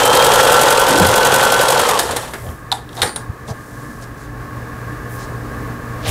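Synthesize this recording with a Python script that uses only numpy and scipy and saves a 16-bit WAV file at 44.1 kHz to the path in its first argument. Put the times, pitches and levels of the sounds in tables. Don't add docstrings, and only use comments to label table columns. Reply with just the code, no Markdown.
import sys
import numpy as np
from scipy import signal
from scipy.fft import rfft, irfft, next_fast_len
from scipy.io import wavfile

SR = 44100
rng = np.random.default_rng(int(sys.argv[2]) if len(sys.argv) > 2 else 0)


def store_wav(level_fs):
    pcm = np.round(np.clip(np.atleast_2d(level_fs), -1, 1) * 32767)
    wavfile.write(sys.argv[1], SR, pcm.T.astype(np.int16))


N = 269387
TIME = np.arange(N) / SR


def undb(db):
    return 10 ** (np.asarray(db) / 20)


def unit(x):
    return x / np.sqrt(np.mean(x ** 2) + 1e-18)


def curve(rows):
    return np.interp(TIME, *np.transpose(rows))


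def walk(rate):
    points = rng.standard_normal(int(N / SR * rate) + 2)
    return 1.015 * np.interp(TIME * rate, np.arange(len(points)), points)


def ring(x, hz, width):
    centre = min(hz, .45 * SR)
    sharpness = hz / min(width, SR / 4)
    return signal.lfilter(*signal.iirpeak(centre, sharpness, fs=SR), x)


def ring_twice(x, hz, width):
    return ring(ring(x, hz, width), hz, width)


def colour(x, spectrum):
    hz, db = np.transpose(spectrum)
    size = next_fast_len(N)
    bins = np.maximum(np.arange(size // 2 + 1) * SR / size, 1)
    gain = undb(np.interp(np.log(bins), np.log(hz), db))
    return unit(irfft(rfft(x, size) * gain, size)[:N])


def band(hz, width):
    return unit(ring_twice(rng.standard_normal(N), hz, 1.2 * width))


def grit(spread_db):
    return unit(rng.standard_normal(N) * undb(spread_db * walk(1500)))


def add(out, s, sound):
    start = int(np.clip(s * SR, 0, N))
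    out[start:start + len(sound)] += sound[:N - start]


def blows(times, dbs, lengths):
    power = np.zeros(N)
    for s, db, length in zip(times, dbs, lengths):
        add(power, s, (undb(db) * np.exp(-TIME[:SR // 5] / length)) ** 2)
    return np.sqrt(power)


def moments(turns, share):
    passes = np.arange(np.ceil(turns[0] - share), turns[-1] - share) + share
    return np.interp(passes, turns, TIME)


def room(x, wet_db, t60):
    t = TIME[:SR // 2]
    fade = np.exp(-np.log(1000) * t / t60) * (1 - np.exp(-t / 0.0081))
    tail = rng.standard_normal(len(t)) * fade
    return x + undb(wet_db) * signal.fftconvolve(x, tail / np.linalg.norm(tail))[:N]


def machine():
    # (time [s], speed [stitches per second])
    shaft_speed = [(0, 10.25), (.3, 10.8), (.8, 11.0), (1.5, 11.04), (1.78, 10.98), (1.87, 10.3),
                   (1.95, 9.0), (2.05, 6.5), (2.2, 4.0), (2.4, 0)]
    speed = curve(shaft_speed)
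    turns = .194 + np.cumsum(speed) / SR
    run_db, ease_db_per_s, speed_power = 3.5, 1.6, 1
    effort = undb(run_db - ease_db_per_s * TIME) * (speed / speed.max()) ** speed_power
    knocks = room(effort * linkage(turns), wet_db=-7, t60=0.29)
    return knocks + effort * (needle(turns) + drive(turns))


def linkage(turns, knock_db=-4, scatter_db=0.1, jitter_s=0.00028):
    # (place [share of the turn], level [dB], pitch [Hz], width [Hz])
    knock_rows = [(0.015, 5, 930, 220), (0.041, -2.5, 503, 85), (.13, -4, 486, 95), (.18, 5.5, 953, 220),
                  (.265, -9, 556, 112), (0.383, 5, 870, 180), (.435, 3, 1175, 254), (.445, -9.5, 486, 90),
                  (.595, -0.5, 506, 68), (.76, 0.5, 750, 150)]
    out, t = np.zeros(N), TIME[:SR // 12]
    for share, db, hz, width in knock_rows:
        fade = np.exp(-np.pi * width * t) * (1 - np.exp(-t / 0.00092))
        knock = fade * np.sin(2 * np.pi * hz * t)
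        times = moments(turns, share)
        for s, (late, size) in zip(times, rng.standard_normal((len(times), 2))):
            add(out, s + jitter_s * late, undb(knock_db + db + scatter_db * size) * knock)
    return out


def needle(turns, tick_db=0.8, soften_db=7):
    # (place [share of the turn], level [dB], centre [Hz], fade time [s])
    tick_rows = [(0.208, -20.5, 4200, 0.0079), (.262, -18, 10000, 0.0027), (0.523, -17, 5250, 0.0056),
                 (0.559, -14, 3140, 0.004), (0.717, -18, 11300, 0.012), (0.758, -11.5, 10500, 0.0096),
                 (0.832, -29, 5800, 0.0074), (0.964, -16, 8500, 0.006), (0.988, -12, 8300, 0.004)]
    # (frequency [Hz], level [dB])
    steel_tone = [(300, 2), (1700, -3), (2300, 8), (3200, 8.5), (4700, 6), (6200, 2.5), (8000, 6.5),
                  (11600, 1), (12800, 2), (14100, 0.5), (15500, -10)]
    ticks, step = 0, np.gradient(turns)
    for share, db, hz, length in tick_rows:
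        times = moments(turns, share)
        sizes = tick_db + db + rng.standard_normal(len(times))
        noise = unit(ring(grit(3.2), hz, 1.18 * hz))
        ticks = ticks + blows(times, sizes, np.full(len(times), length)) * noise
    softening = undb(soften_db * (step / step.max() - 1.5))
    return colour(ticks, steel_tone) * np.std(ticks) * softening


def drive(turns, whirr_db=-15.5, tone_db=0, flutter=0.0013, drag_db=6, unload_db_per_s=45, rough=0.098):
    # (frequency [Hz], level [dB])
    whirr_tone = [(40, -15), (90, -9.5), (200, -10), (340, -7.5), (450, 2), (560, 4.5), (660, -2.5),
                  (850, 2), (1200, -2.5), (1700, -4.5), (2200, -13), (3100, -9), (4800, -17), (9000, -17.5),
                  (14000, -27), (15700, -36)]
    # tones at these multiples of the shaft speed, and their levels [dB]
    multiples = [12.5, 48, 81, 125, 136, 137, 139, 301]
    tone_levels = [-34.5, -24, -25, -22.5, -34, -37.5, -38.5, -41.5]
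    # (centre [Hz], width [Hz], level [dB])
    casing = [(1135, 52, 13), (1513, 11, 15), (3146, 135, 17.5)]
    motor_off_s = 1.74
    step = np.gradient(turns)
    slowing = 1 - step / step.max()
    unloaded = unload_db_per_s * np.maximum(TIME - motor_off_s, 0)
    whirr = undb(whirr_db - drag_db * slowing + 1.82 * walk(70)) * colour(grit(2.46), whirr_tone)
    tones = 0
    for multiple, db in zip(multiples, tone_levels):
        play = .00022 * walk(130)
        turned = np.cumsum(step * (1 + flutter * walk(39.8))) + play
        angle = 2 * np.pi * multiple * turned + rough * walk(120)
        level = undb(tone_db + db - unloaded + 2.6 * walk(24.12))
        tones = tones + level * np.sin(angle)
    lifted = sum(undb(db) * ring(tones, hz, width) for hz, width, db in casing)
    return whirr + tones + lifted


def chatter(times, dbs, lengths, hz):
    out, t = np.zeros(N), TIME[:SR // 10]
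    for s, db, length in zip(times, dbs, lengths):
        burst = rng.standard_normal(len(t)) * np.exp(-t / length)
        rung = ring(ring(burst, hz, .16 * hz), hz, .4 * hz)
        add(out, s, undb(db) * rung / np.abs(rung).max())
    return out


def thud(times, dbs, lengths, hz, width):
    # (frequency [Hz], level [dB])
    plastic_tone = [(80, -4), (330, 5.5), (620, -0.5), (1200, -6), (1900, -1), (2350, -4.5), (6000, -6)]
    plastic = colour(rng.standard_normal(N), plastic_tone)
    return blows(times, dbs, lengths) * unit(ring_twice(plastic, hz, width))


def crack(times, dbs, lengths):
    # (frequency [Hz], level [dB])
    crack_tone = [(300, -6), (1800, 4.5), (2400, -22), (3500, 6), (5000, 4), (6200, 2.5), (9300, 6.5),
                  (12000, -0.5), (15600, -16)]
    return blows(times, dbs, lengths) * colour(grit(2.0), crack_tone)


def needle_bar(crack_s=0.0062, body_s=0.023, ring_db=-7, bounce_s=.0045, bounce_db=-1):
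    # (time [s], steel level [dB], body level [dB])
    clack_rows = [(1.683, -14, -32), (1.889, -16.5, -18), (1.99, -10.5, -15.5), (2.11, -21.5, -22),
                  (2.163, -15.5, -18.5), (2.3358, -30, -22)]
    times, steel_db, body_db = np.transpose(clack_rows)
    short, long = np.full(len(times), crack_s), np.full(len(times), body_s)
    bounce = crack(times + bounce_s, steel_db + bounce_db, short)
    steel = crack(times, steel_db, short) + bounce
    rung = chatter(times, steel_db + ring_db, short, hz=3560)
    body = thud(times, body_db, long, hz=900, width=1270)
    return room(steel + rung + body, wet_db=-6, t60=0.52)


def presser_lever(body_stretch=2.23):
    # (time [s], ring level [dB], ring pitch [Hz],
    # steel level [dB], fade time of ring and steel [s], body level [dB], body pitch [Hz], body width [Hz])
    lever_rows = [(2.7172, -3, 3870, -19, 0.0019, -9.5, 910, 260),
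                  (2.724, -6.5, 3800, -23, 0.0029, -10, 850, 302),
                  (3.0179, -2.5, 3820, -12.5, 0.0068, -14.5, 1350, 1600),
                  (3.029, -19, 3900, -17.5, 0.0083, -13.5, 790, 1700),
                  (3.1604, -20, 3700, -23, 0.0058, -23.5, 800, 1100)]
    struck, rung = 0, 0
    for s, ring_db, ring_hz, steel_db, length, body_db, body_hz, body_width in lever_rows:
        steel = crack([s], [steel_db], [length])
        body = thud([s], [body_db], [body_stretch * length], body_hz, body_width)
        struck = struck + steel + body
        rung = rung + chatter([s], [ring_db], [length], ring_hz)
    return room(struck, wet_db=-5.0, t60=0.25) + room(rung, wet_db=-16, t60=0.27)


def rattles(tick_s=.0038, body_s=0.011, steel_db=-12, body_db=-4, scatter_db=2):
    # (start [s], end [s], rate [ticks per second], level [dB], ring pitch [Hz])
    rattle_rows = [(0.122, 0.183, 33, -10.5, 4100), (2.449, 2.51, 33, -32.5, 3100),
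                   (2.77, 2.953, 17, -32, 3380), (2.967, 3.008, 110, -26, 3800),
                   (3.051, 3.105, 55, -23, 4500), (3.48, 3.487, 125, -33, 3500)]
    out = 0
    for start, end, rate, db, hz in rattle_rows:
        count = max(round((end - start) * rate), 1)
        place, size = rng.random((count, 2)).T
        times = start + (np.arange(count) + place) * (end - start) / count
        dbs = db + scatter_db * (2 * size - 1)
        short, long = np.full(count, tick_s), np.full(count, body_s)
        out = out + chatter(times, dbs, short, hz) + crack(times, dbs + steel_db, short)
        out = out + thud(times, dbs + body_db, long, hz=715, width=1300)
    return room(out, wet_db=-7.5, t60=0.31)


def spring(buzz=.45, damped_s=0.025):
    # (time [s], level [dB], pitch [Hz], time to fade by 60 dB [s])
    pluck_rows = [(2.7158, -32, 9600, 0.023), (3.0179, -24, 9075, 0.6), (3.019, -31, 7400, 0.29),
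                  (3.0179, -24, 8888, 0.24), (3.0179, -39, 11000, .2), (3.1611, -24, 8970, 0.15),
                  (3.1605, -13.5, 10030, 0.031)]
    seated_s = 3.165
    out, t = np.zeros(N), TIME[:SR]
    for s, db, hz, t60 in pluck_rows:
        tone = np.sin(2 * np.pi * hz * t + buzz * walk(200)[:SR])
        add(out, s, undb(db) * np.exp(-np.log(1000) * t / t60) * tone)
    return out / np.hypot(1, np.maximum(TIME - seated_s, 0) / damped_s)


def soft_contacts(rows, width_share, spread_db):
    out, contacts = 0, grit(spread_db)
    for s, db, hz, length in rows:
        sound = unit(ring_twice(contacts, hz, width_share * hz))
        out = out + undb(db) * sound / (1 + ((TIME - s) / length) ** 4)
    return out


def bumps_and_rustles():
    # (time [s], level [dB], centre [Hz], time from the middle to half level [s])
    bump_rows = [(.96, -18.5, 293, 0.058), (1.02, -14, 182, 0.041), (1.04, -20.5, 92, 0.065),
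                 (2.12, -33, 75, 0.066), (2.47, -28, 79.6, 0.055), (2.48, -35, 555, 0.042),
                 (2.99, -29, 800, .022), (3.04, -29.5, 85, .03), (3.304, -21, 98, 0.0082),
                 (3.505, -21.5, 106, 0.018), (3.505, -26.5, 535, 0.022), (6.1, -12, 83.5, 0.02),
                 (6.095, -21, 516, 0.038)]
    rustle_rows = [(2.4, -43.5, 9900, 0.16), (2.99, -40.5, 7500, 0.05), (3.5, -38.5, 5200, 0.02),
                   (3.8, -49, 8000, 0.26), (4.03, -42.5, 5670, 0.015), (4.22, -48.5, 6200, 0.037),
                   (5.15, -41.5, 11700, 0.05), (5.22, -41, 5500, 0.038), (6.098, -24, 7200, 0.021),
                   (6.09, -24.5, 3000, 0.037)]
    bumps = soft_contacts(bump_rows, width_share=0.63, spread_db=2.5)
    return bumps + soft_contacts(rustle_rows, width_share=1.3, spread_db=3)


def workshop(fan_db=0):
    # (frequency [Hz], level [dB])
    air_tone = [(22, -13), (52, 7.5), (85, 1), (140, 2.5), (200, -3.5), (350, -6.5), (450, -1.5),
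                (600, -8.5), (950, -10.5), (1300, -10.5), (1900, -13.5), (2150, -18.5), (3100, -28),
                (4500, -29), (15000, -33)]
    # (centre [Hz], width [Hz], level [dB])
    fan_rows = [(59, 12.5, -15), (238, 19, -10.5), (298, 18, -10), (1096, 54, -8.5), (1210, 43, -13.5),
                (1622, 96, -11.5), (1737, 30, -13.5)]
    # (time [s], level [dB])
    air_level = [(0, -36.5), (2.6, -36), (3.6, -34.5), (4.2, -34.5), (4.7, -31), (5.4, -29.5), (6.1, -29.5)]
    hum_level = [(0, -44), (2.6, -40), (4.2, -38.5), (4.55, -32.5), (6.1, -31.5)]
    mains_hz, motor_hz, in_step_s = 120, 116.27, 5.13
    motor_db = -6
    fan = sum(undb(fan_db + db) * band(hz, width) for hz, width, db in fan_rows)
    air = colour(rng.standard_normal(N), air_tone) + fan
    mains = unit(np.cos(2 * np.pi * mains_hz * (TIME - in_step_s)))
    motor = unit(np.cos(2 * np.pi * motor_hz * (TIME - in_step_s)))
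    hum = mains + undb(motor_db) * motor
    rush = air * undb(curve(air_level) + 0.78 * walk(14))
    return rush + hum * undb(curve(hum_level) + 0.75 * walk(6))


def scene():
    mechanism = machine() + needle_bar() + presser_lever() + rattles() + spring()
    return (mechanism + bumps_and_rustles() + workshop())[None]


def record(dry):
    top_hz = 15600
    rounded = dry / (1 + np.abs(dry) ** 6) ** (1 / 6)
    return signal.sosfilt(signal.ellip(10, .2, 80, top_hz, fs=SR, output="sos"), rounded)


dry = scene()
out = record(dry)
store_wav(out)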